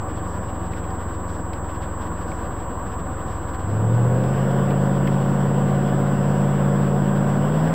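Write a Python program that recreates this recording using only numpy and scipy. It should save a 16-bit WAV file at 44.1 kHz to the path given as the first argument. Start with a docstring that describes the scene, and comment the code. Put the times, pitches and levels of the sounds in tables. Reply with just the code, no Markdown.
"""A soft eight-cylinder burble coasts inside a classic car, then the throttle opens and it pulls with a deep drone.
The drone is a sum of engine-order sinusoids; the rasp is exhaust pulses ringing pipes; the clatter is throbbing noise.
Rasp and clatter grow with the load over filtered noise for tyres and wind, humming panels and faint puffs of hiss.
Loose trim ticks now and then as decaying noise bursts through resonances.
The dashboard camera adds a thin whine and mirrors the sound faintly into the treble."""
import sys
import numpy as np
from scipy import signal
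from scipy.fft import rfft, irfft, next_fast_len
from scipy.io import wavfile
from scipy.ndimage import uniform_filter1d, map_coordinates

SR = 44100
rng = np.random.default_rng(int(sys.argv[2]) if len(sys.argv) > 2 else 0)


def file_out(sig):
    """Save sig as 16-bit WAV at sys.argv[1]."""
    # one column per channel
    cols = np.atleast_2d(sig).T
    # limit, then scale
    lim = np.clip(cols, -1, 1)
    pcm = np.round(lim * 32767).astype(np.int16)
    wavfile.write(sys.argv[1], SR, pcm)


N = 341334

THROTTLE_AT_S, THROTTLE_OPENS_S = 3.58, 0.15  # the pedal starts down, and how long that takes


def amp(db):
    """Decibels to amplitude: 20 dB is a factor of ten."""
    return 10 ** (np.asarray(db) / 20)


def unit(x):
    """Level normalization: scale to an rms of 1."""
    return x / np.sqrt(np.mean(x ** 2) + 1e-20)


def curves(rows):
    """Linear interpolation: one value per sample for each column after the time."""
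    times_s, *columns = np.transpose(rows)
    return [np.interp(np.arange(N) / SR, times_s, column) for column in columns]


def wobble(rate):
    """Slow random modulation: a smooth curve through random knots, rate knots a second."""
    knots = rng.standard_normal(int(N * rate / SR) + 4)
    return map_coordinates(knots, [np.arange(N) * rate / SR])


def swell(at, bumps):
    """Lorentzian gain in dB near (centre, half width, dB) bumps, in frequency or in time."""
    return sum(db / (1 + ((at - centre) / width) ** 2) for centre, width, db in bumps)


def filtered(x, response):
    """Linear filtering: multiply the spectrum by a response that is a function of frequency."""
    size = next_fast_len(N + SR // 2)
    spectrum = rfft(x, size) * response(np.fft.rfftfreq(size, 1 / SR))
    return irfft(spectrum, size)[:N]


def coloured(x, points):
    """Spectral shaping: a gain curve through (Hz, dB) points on a log frequency axis."""
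    hz_points, db_points = np.transpose(points)
    return filtered(x, lambda hz: amp(np.interp(np.log(hz + 1), np.log(hz_points), db_points)))


def ringing(x, modes):
    """Modal resonance: parallel second-order (Hz, width Hz, dB) modes of alternating sign."""
    def response(f):
        total = 0
        for k, (centre, width, db) in enumerate(modes):
            damping = 1j * f * width
            total = total + (-1) ** k * amp(db) * damping / (centre * centre - f * f + damping)
        return total
    return filtered(x, response)


def rush(patchy_db):
    """Turbulent noise: white noise with drifting patches of gain in time and frequency."""
    z = signal.stft(rng.standard_normal(N), nperseg=512)[2]
    across_frequency = uniform_filter1d(rng.standard_normal(z.shape), size=5, axis=0)
    patches = uniform_filter1d(across_frequency, size=14, axis=1)
    return signal.istft(z * amp(patchy_db * unit(patches)), nperseg=512)[1][:N]


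PUFF_FIRST_S, PUFF_EVERY_S = 0.27, 1
PUFF_DB, PUFF_ATTACK_S, PUFF_HOLD_S, PUFF_RELEASE_S = -59, 0.006, 0.035, 0.16
# Spectral shape of the puff. Each row: frequency in Hz, relative gain in dB.
PUFF_SPECTRUM = [(1500, -13.5), (3000, -2), (5200, 4), (6500, -2), (7800, -8.5)]


def puffs():
    """Amplitude modulation of noise: a soft hiss starts abruptly, holds and fades, at a steady slow beat."""
    since = (np.arange(N) / SR - PUFF_FIRST_S) % PUFF_EVERY_S
    corners_s = np.cumsum([0, PUFF_ATTACK_S, PUFF_HOLD_S, PUFF_RELEASE_S])
    envelope = np.interp(since, corners_s, [0, 1, 1, 0])
    hiss = unit(coloured(rng.standard_normal(N), PUFF_SPECTRUM))
    return amp(PUFF_DB + 0.8 * wobble(5.3)) * envelope * hiss


RUSH_DB, HUM_DB = -35, -33  # tyres and wind before the pull; panel hum before its swell
RUSH_GROWS_DB_PER_S = 0.17  # from the moment the throttle opens
# Spectral shape of tyres and wind. 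Each row: frequency in Hz, relative gain in dB.
ROAD_SPECTRUM = [(20, -8), (42, -6), (65, 3.5), (120, 7.5), (260, 0), (420, -5), (850, -4.5), (1200, -8),
                 (1700, -10.5), (2300, -25.5), (3200, -25), (4000, -33), (5200, -35), (7500, -49)]
# Cabin panels shaken by the tyres. Each row: resonance in Hz, width in Hz, relative gain in dB.
PANEL_MODES = [(177, 17, 4.5), (239.4, 21.6, 1), (316.2, 41, 2.5), (470.4, 21, 1), (556, 65, -3.5),
               (761, 19.3, 1.5), (961, 93, -2), (1152, 134, -4), (1490, 95, -10.5)]
# The panels hum louder late in the coast. Each row: centre in seconds, half width in seconds, gain in dB.
HUM_SWELLS = [(2.75, 0.29, 1.4)]


def road():
    """Broadband excitation of tyres and wind with fluttering treble, and forced resonance of the cabin panels."""
    t = np.arange(N) / SR
    rush_db = RUSH_DB + RUSH_GROWS_DB_PER_S * np.maximum(t - THROTTLE_AT_S, 0)
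    hum_db = HUM_DB + swell(t, HUM_SWELLS)
    broad = unit(coloured(rush(patchy_db=0.95), ROAD_SPECTRUM))
    treble = filtered(broad, lambda hz: hz ** 6 / (hz ** 6 + 1900 ** 6))  # above about 1900 Hz
    broad = broad + treble * (amp(2.8 * wobble(40)) - 1)
    panels = ringing(rush(patchy_db=0.67), PANEL_MODES)
    panels = unit(coloured(panels, [(60, -19.0), (150, -2), (1400, -1.5), (2500, -14.5), (6000, -52)]))
    return amp(rush_db + 0.84 * wobble(8.3)) * broad + amp(hum_db + 0.3 * wobble(9.3)) * panels


# Trim snaps. Each row: start in seconds, relative level in dB, centre of the snap's band in Hz.
TRIM_TICKS = [(0.734, -27, 2585), (0.839, -29, 2800), (.905, -27, 5000), (1.5325, -22, 3823),
              (2.3164, -26.5, 2300), (4.2364, -25, 4020), (4.7064, -21.5, 3000), (5.073, -15, 2800)]
# Resonances of the trim. Each row: resonance in Hz, width in Hz, relative gain in dB.
TRIM_MODES = [(1480, 250, 5.5), (2370, 370, 1), (3140, 420, -4.5), (5200, 830, -12)]


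def ticks(t60=0.035, spread=1.24):
    """Impact excitation: loose trim snaps against the dashboard as decaying noise bursts, some brighter."""
    t = np.arange(SR // 20) / SR
    blows = np.zeros(N + SR)
    for start_s, db, hz in TRIM_TICKS:
        band = signal.butter(1, [hz / spread, hz * spread], "bandpass", fs=SR)
        snap = signal.lfilter(*band, rng.standard_normal(len(t)))
        # each burst falls 60 dB in t60 seconds; 7 dB offsets the loss in the band filter
        blows[round(start_s * SR):][:len(t)] += amp(db + 7 - 60 * t / t60) * snap
    return coloured(ringing(blows[:N], TRIM_MODES), [(3500, -4.5), (7000, -5)])


COAST_LOAD, LOAD_LAG_S = 0.16, 0.17  # engine load (0-1) with the pedal up; time constant of its rise


def pedal():
    """First-order lag: the throttle opens in one quick ramp and the load follows exponentially; both 0-1."""
    since = np.maximum(np.arange(N) / SR - THROTTLE_AT_S, 0)
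    throttle = np.minimum(since / THROTTLE_OPENS_S, 1)
    load = 1 - (1 - COAST_LOAD) * np.exp(-since / LOAD_LAG_S)
    return throttle, np.clip(load, 0, 1)


CLATTER_DB_PER_OCTAVE, CRUISE_HZ = 10.5, 142.5  # growth with firing rate, about this rate
# Spectral shape of the clatter. Each row: frequency in Hz, relative gain in dB.
CLATTER_SPECTRUM = [(100, -12), (300, -3), (520, 1), (850, -2.5), (1200, -6), (1550, -5.5), (2000, -14),
                    (2400, -21), (2850, -17.5), (3400, -19.5), (4100, -33), (5200, -29), (7500, -45.5)]


def clatter(firings, firing_hz, load, lope=0.14, beat=0.049, rumble_beat=0.73):
    """Periodic modulation: gas and valve noise over a rough low rumble, throbbing with the exhaust lopes."""
    lopes = 2 * np.pi * firings * 3 / 8  # three lopes in eight firings
    throb = 1 + beat * np.cos(lopes) + lope * np.cos(2 * lopes)
    speed_db = CLATTER_DB_PER_OCTAVE * np.log2(firing_hz / CRUISE_HZ)
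    hiss = unit(coloured(rush(patchy_db=2.0) * throb, CLATTER_SPECTRUM))
    hiss_db = -34.5 + speed_db - 8.6 * (1 - load) + 0.34 * wobble(16)
    gas = rush(patchy_db=1.5) * (1 + rumble_beat * np.cos(lopes))
    rumble_shape = [(45, -23), (85, -1), (130, -4.5), (210, 3), (300, -7), (600, -24), (2500, -74.0)]
    rumble = unit(coloured(gas, rumble_shape))
    rumble_db = -32.5 - 19.5 * (1 - load) + 1.3 * wobble(22)
    return hiss * amp(hiss_db) + rumble * amp(rumble_db)


# Cylinders in firing order. Each row: relative pulse strength, delay along its exhaust path in seconds.
CYLINDER_PULSES = [(0.56, 0.00023), (0.84, 0.0032), (0.36, 0.00042), (1, 0.00082), (1.37, 0.00086),
                   (0.89, 0.00035), (0.77, 0), (1.14, 0.0045)]
# Exhaust and body resonances. Each row: resonance in Hz, width in Hz, relative gain in dB.
PIPE_MODES = [(291, 120, -6.5), (393, 60, -1.5), (478, 61, -1), (551.5, 58, 0), (727, 39, -2),
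              (955, 102, -11), (1488, 57, -14.5)]


def rasp(firings, rasp_db, scatter=0.21, jitter_s=0.00031):
    """Impulse excitation: a pulse per firing rings the pipes; unequal paths and uneven burns roughen the beat."""
    index = np.arange(1, int(firings[-1]))
    late, strong = rng.standard_normal((2, len(index)))
    strength, delay_s = np.array(CYLINDER_PULSES)[index % len(CYLINDER_PULSES)].T
    at = np.interp(index, firings, np.arange(N)) + SR * (delay_s + jitter_s * late)
    pulses = np.bincount(np.clip(at, 0, N - 1).astype(int), strength * (1 + scatter * strong), N)
    pipe = ringing(pulses, PIPE_MODES)
    pipe = coloured(pipe, [(200, -34), (300, -1.5), (1600, 4), (2600, -24.0), (6000, -52)])
    return unit(pipe) * amp(rasp_db)


# Exhaust lines beside the firing note. Each row: multiple of the eight-cylinder cycle rate,
# coasting level in dB, pulling level in dB, both before weighting by load.
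EXHAUST_ORDERS = [(3, -66, -62), (4, -71, -42), (5, -66.5, -42), (6, -33.5, -37.5), (7, -59, -41),
                  (9, -55, -39), (10, -37, -55), (11, -71, -31), (12, -60, -38), (13, -68, -34.5),
                  (14, -60, -38.5), (16, -42, -45.5), (17, -71.5, -44), (19, -72.5, -47.5), (21, -64, -43),
                  (22, -69, -40.5), (26, -73, -43.5), (27, -70, -44.5), (28, -73, -46), (30, -68, -51),
                  (31, -71, -46), (32, -70, -40), (33, -72, -46.5), (34, -74, -46), (36, -64, -43.5),
                  (41, -66, -47.5), (42, -71, -46)]
# Cabin and silencer resonances that lift passing lines under load.
# Each row: centre in Hz, half width in Hz, gain in dB.
LINE_BOOMS = [(80.2, 2.6, 7.5), (196.3, 12.8, 6), (515.7, 18, 9)]


def drone(firings, firing_hz, note_db, load):
    """Harmonic synthesis: the firing note, and the lines that uneven firing of the two banks sets around it."""
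    cylinders = len(CYLINDER_PULSES)
    out = amp(note_db + .4 * wobble(16)) * np.cos(2 * np.pi * firings)
    for order, coast_db, pull_db in EXHAUST_ORDERS:
        multiple = order / cylinders
        boom_db = swell(multiple * firing_hz, LINE_BOOMS)
        phase = multiple * (firings + 0.011 * wobble(14))
        # coasting lines share a phase; pulling lines are offset by a square law about the firing note
        spread = 2 / 9 * (order - cylinders) ** 2
        coast = (1 - load) * amp(coast_db) * np.cos(2 * np.pi * phase)
        pull = load ** 2 * amp(pull_db + boom_db) * np.cos(2 * np.pi * (phase + spread))
        out += amp(0.63 * np.sqrt(multiple) * wobble(9)) * (coast + pull)
    return np.sqrt(2) * out  # so the dB levels are rms


NOTE_COAST_DB, NOTE_PULL_DB = -34.5, -22  # firing note, pedal up and down, before ebb and booms
RASP_PULL_DB, RASP_DROP_DB = -34.5, 13  # rasp at full load before booms; how much weaker with no load
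# Engine speed. Each row: time in seconds, firing rate in Hz before a slight wobble.
FIRING_RATE = [(0.0, 93.6), (0.11, 91.35), (0.3, 89.26), (1.19, 86.7), (2.02, 84.4), (2.37, 83.9),
               (2.5, 83.2), (3.58, 82.5), (3.75, 105.1), (3.99, 119.3), (4.18, 125.1), (4.33, 134.4),
               (4.7, 137.6), (5.8, 140.6), (7.39, 142.4), (7.67, 161.5), (7.74, 166.5)]
# The firing note ebbs late in the coast. Each row: centre in seconds, half width in seconds, gain in dB.
NOTE_EBBS = [(2.65, 0.24, -7.5)]
# The exhaust booms as the firing rate passes its tuning, first for the note, then for the rasp.
# Each row: centre in Hz, half width in Hz, gain in dB.
NOTE_TUNING = [(117.6, 5.2, 5), (158.4, 4.5, 2.5)]
RASP_TUNING = [(127, 7, 4)]


def scene():
    """Superposition: engine speed and pedal drive drone, rasp and clatter, added to the background."""
    firing_hz, = curves(FIRING_RATE)
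    throttle, load = pedal()
    coast_db = NOTE_COAST_DB + swell(np.arange(N) / SR, NOTE_EBBS)
    note_db = (1 - throttle) * coast_db + throttle * NOTE_PULL_DB + swell(firing_hz, NOTE_TUNING)
    rasp_db = RASP_PULL_DB - RASP_DROP_DB * (1 - load) + swell(firing_hz, RASP_TUNING)
    firing_hz = firing_hz * (1 + 0.0015 * wobble(9))
    firings = np.cumsum(firing_hz) / SR  # firings elapsed
    background = puffs() + road() + ticks()
    engine = clatter(firings, firing_hz, load) + rasp(firings, rasp_db) + drone(firings, firing_hz, note_db, load)
    return (background + engine)[None]


WHINE_HZ, CAMERA_HZ, TOP_HZ = 7692.3, 16000, 15750  # whine, camera's sampling rate, upper band limit
# Strength of the mirrored treble. Each row: frequency in Hz, gain in dB.
MIRROR_GAIN = [(8300, -12), (9500, -3), (10300, -6.5), (11200, -12.5), (12200, -14.5), (13200, -20),
               (14200, -23.5), (15000, -28.5), (15700, -38.5)]


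def record(dry):
    """Spectral imaging: the camera whines, and its low sampling rate mirrors the sound weakly into the treble."""
    t = np.arange(N) / SR
    whine_db = -47.0 + 0.54 * wobble(60) + 0.14 * wobble(7.4)
    whine = np.sqrt(2) * amp(whine_db) * np.sin(2 * np.pi * WHINE_HZ * t)
    sound = filtered(dry[0] + whine, lambda hz: hz < CAMERA_HZ / 2)
    # the conjugate reverses the spectrum, so each frequency f reappears at CAMERA_HZ - f
    image = np.real(np.conj(signal.hilbert(sound)) * np.exp(2j * np.pi * CAMERA_HZ * t))
    hiss = amp(-79) * rng.standard_normal(N)
    heard = filtered(sound + coloured(image, MIRROR_GAIN) + hiss, lambda hz: hz < TOP_HZ)
    offset = -.021  # the converter rests slightly off zero
    return offset + heard[None]


dry = scene()
out = record(dry)
file_out(out)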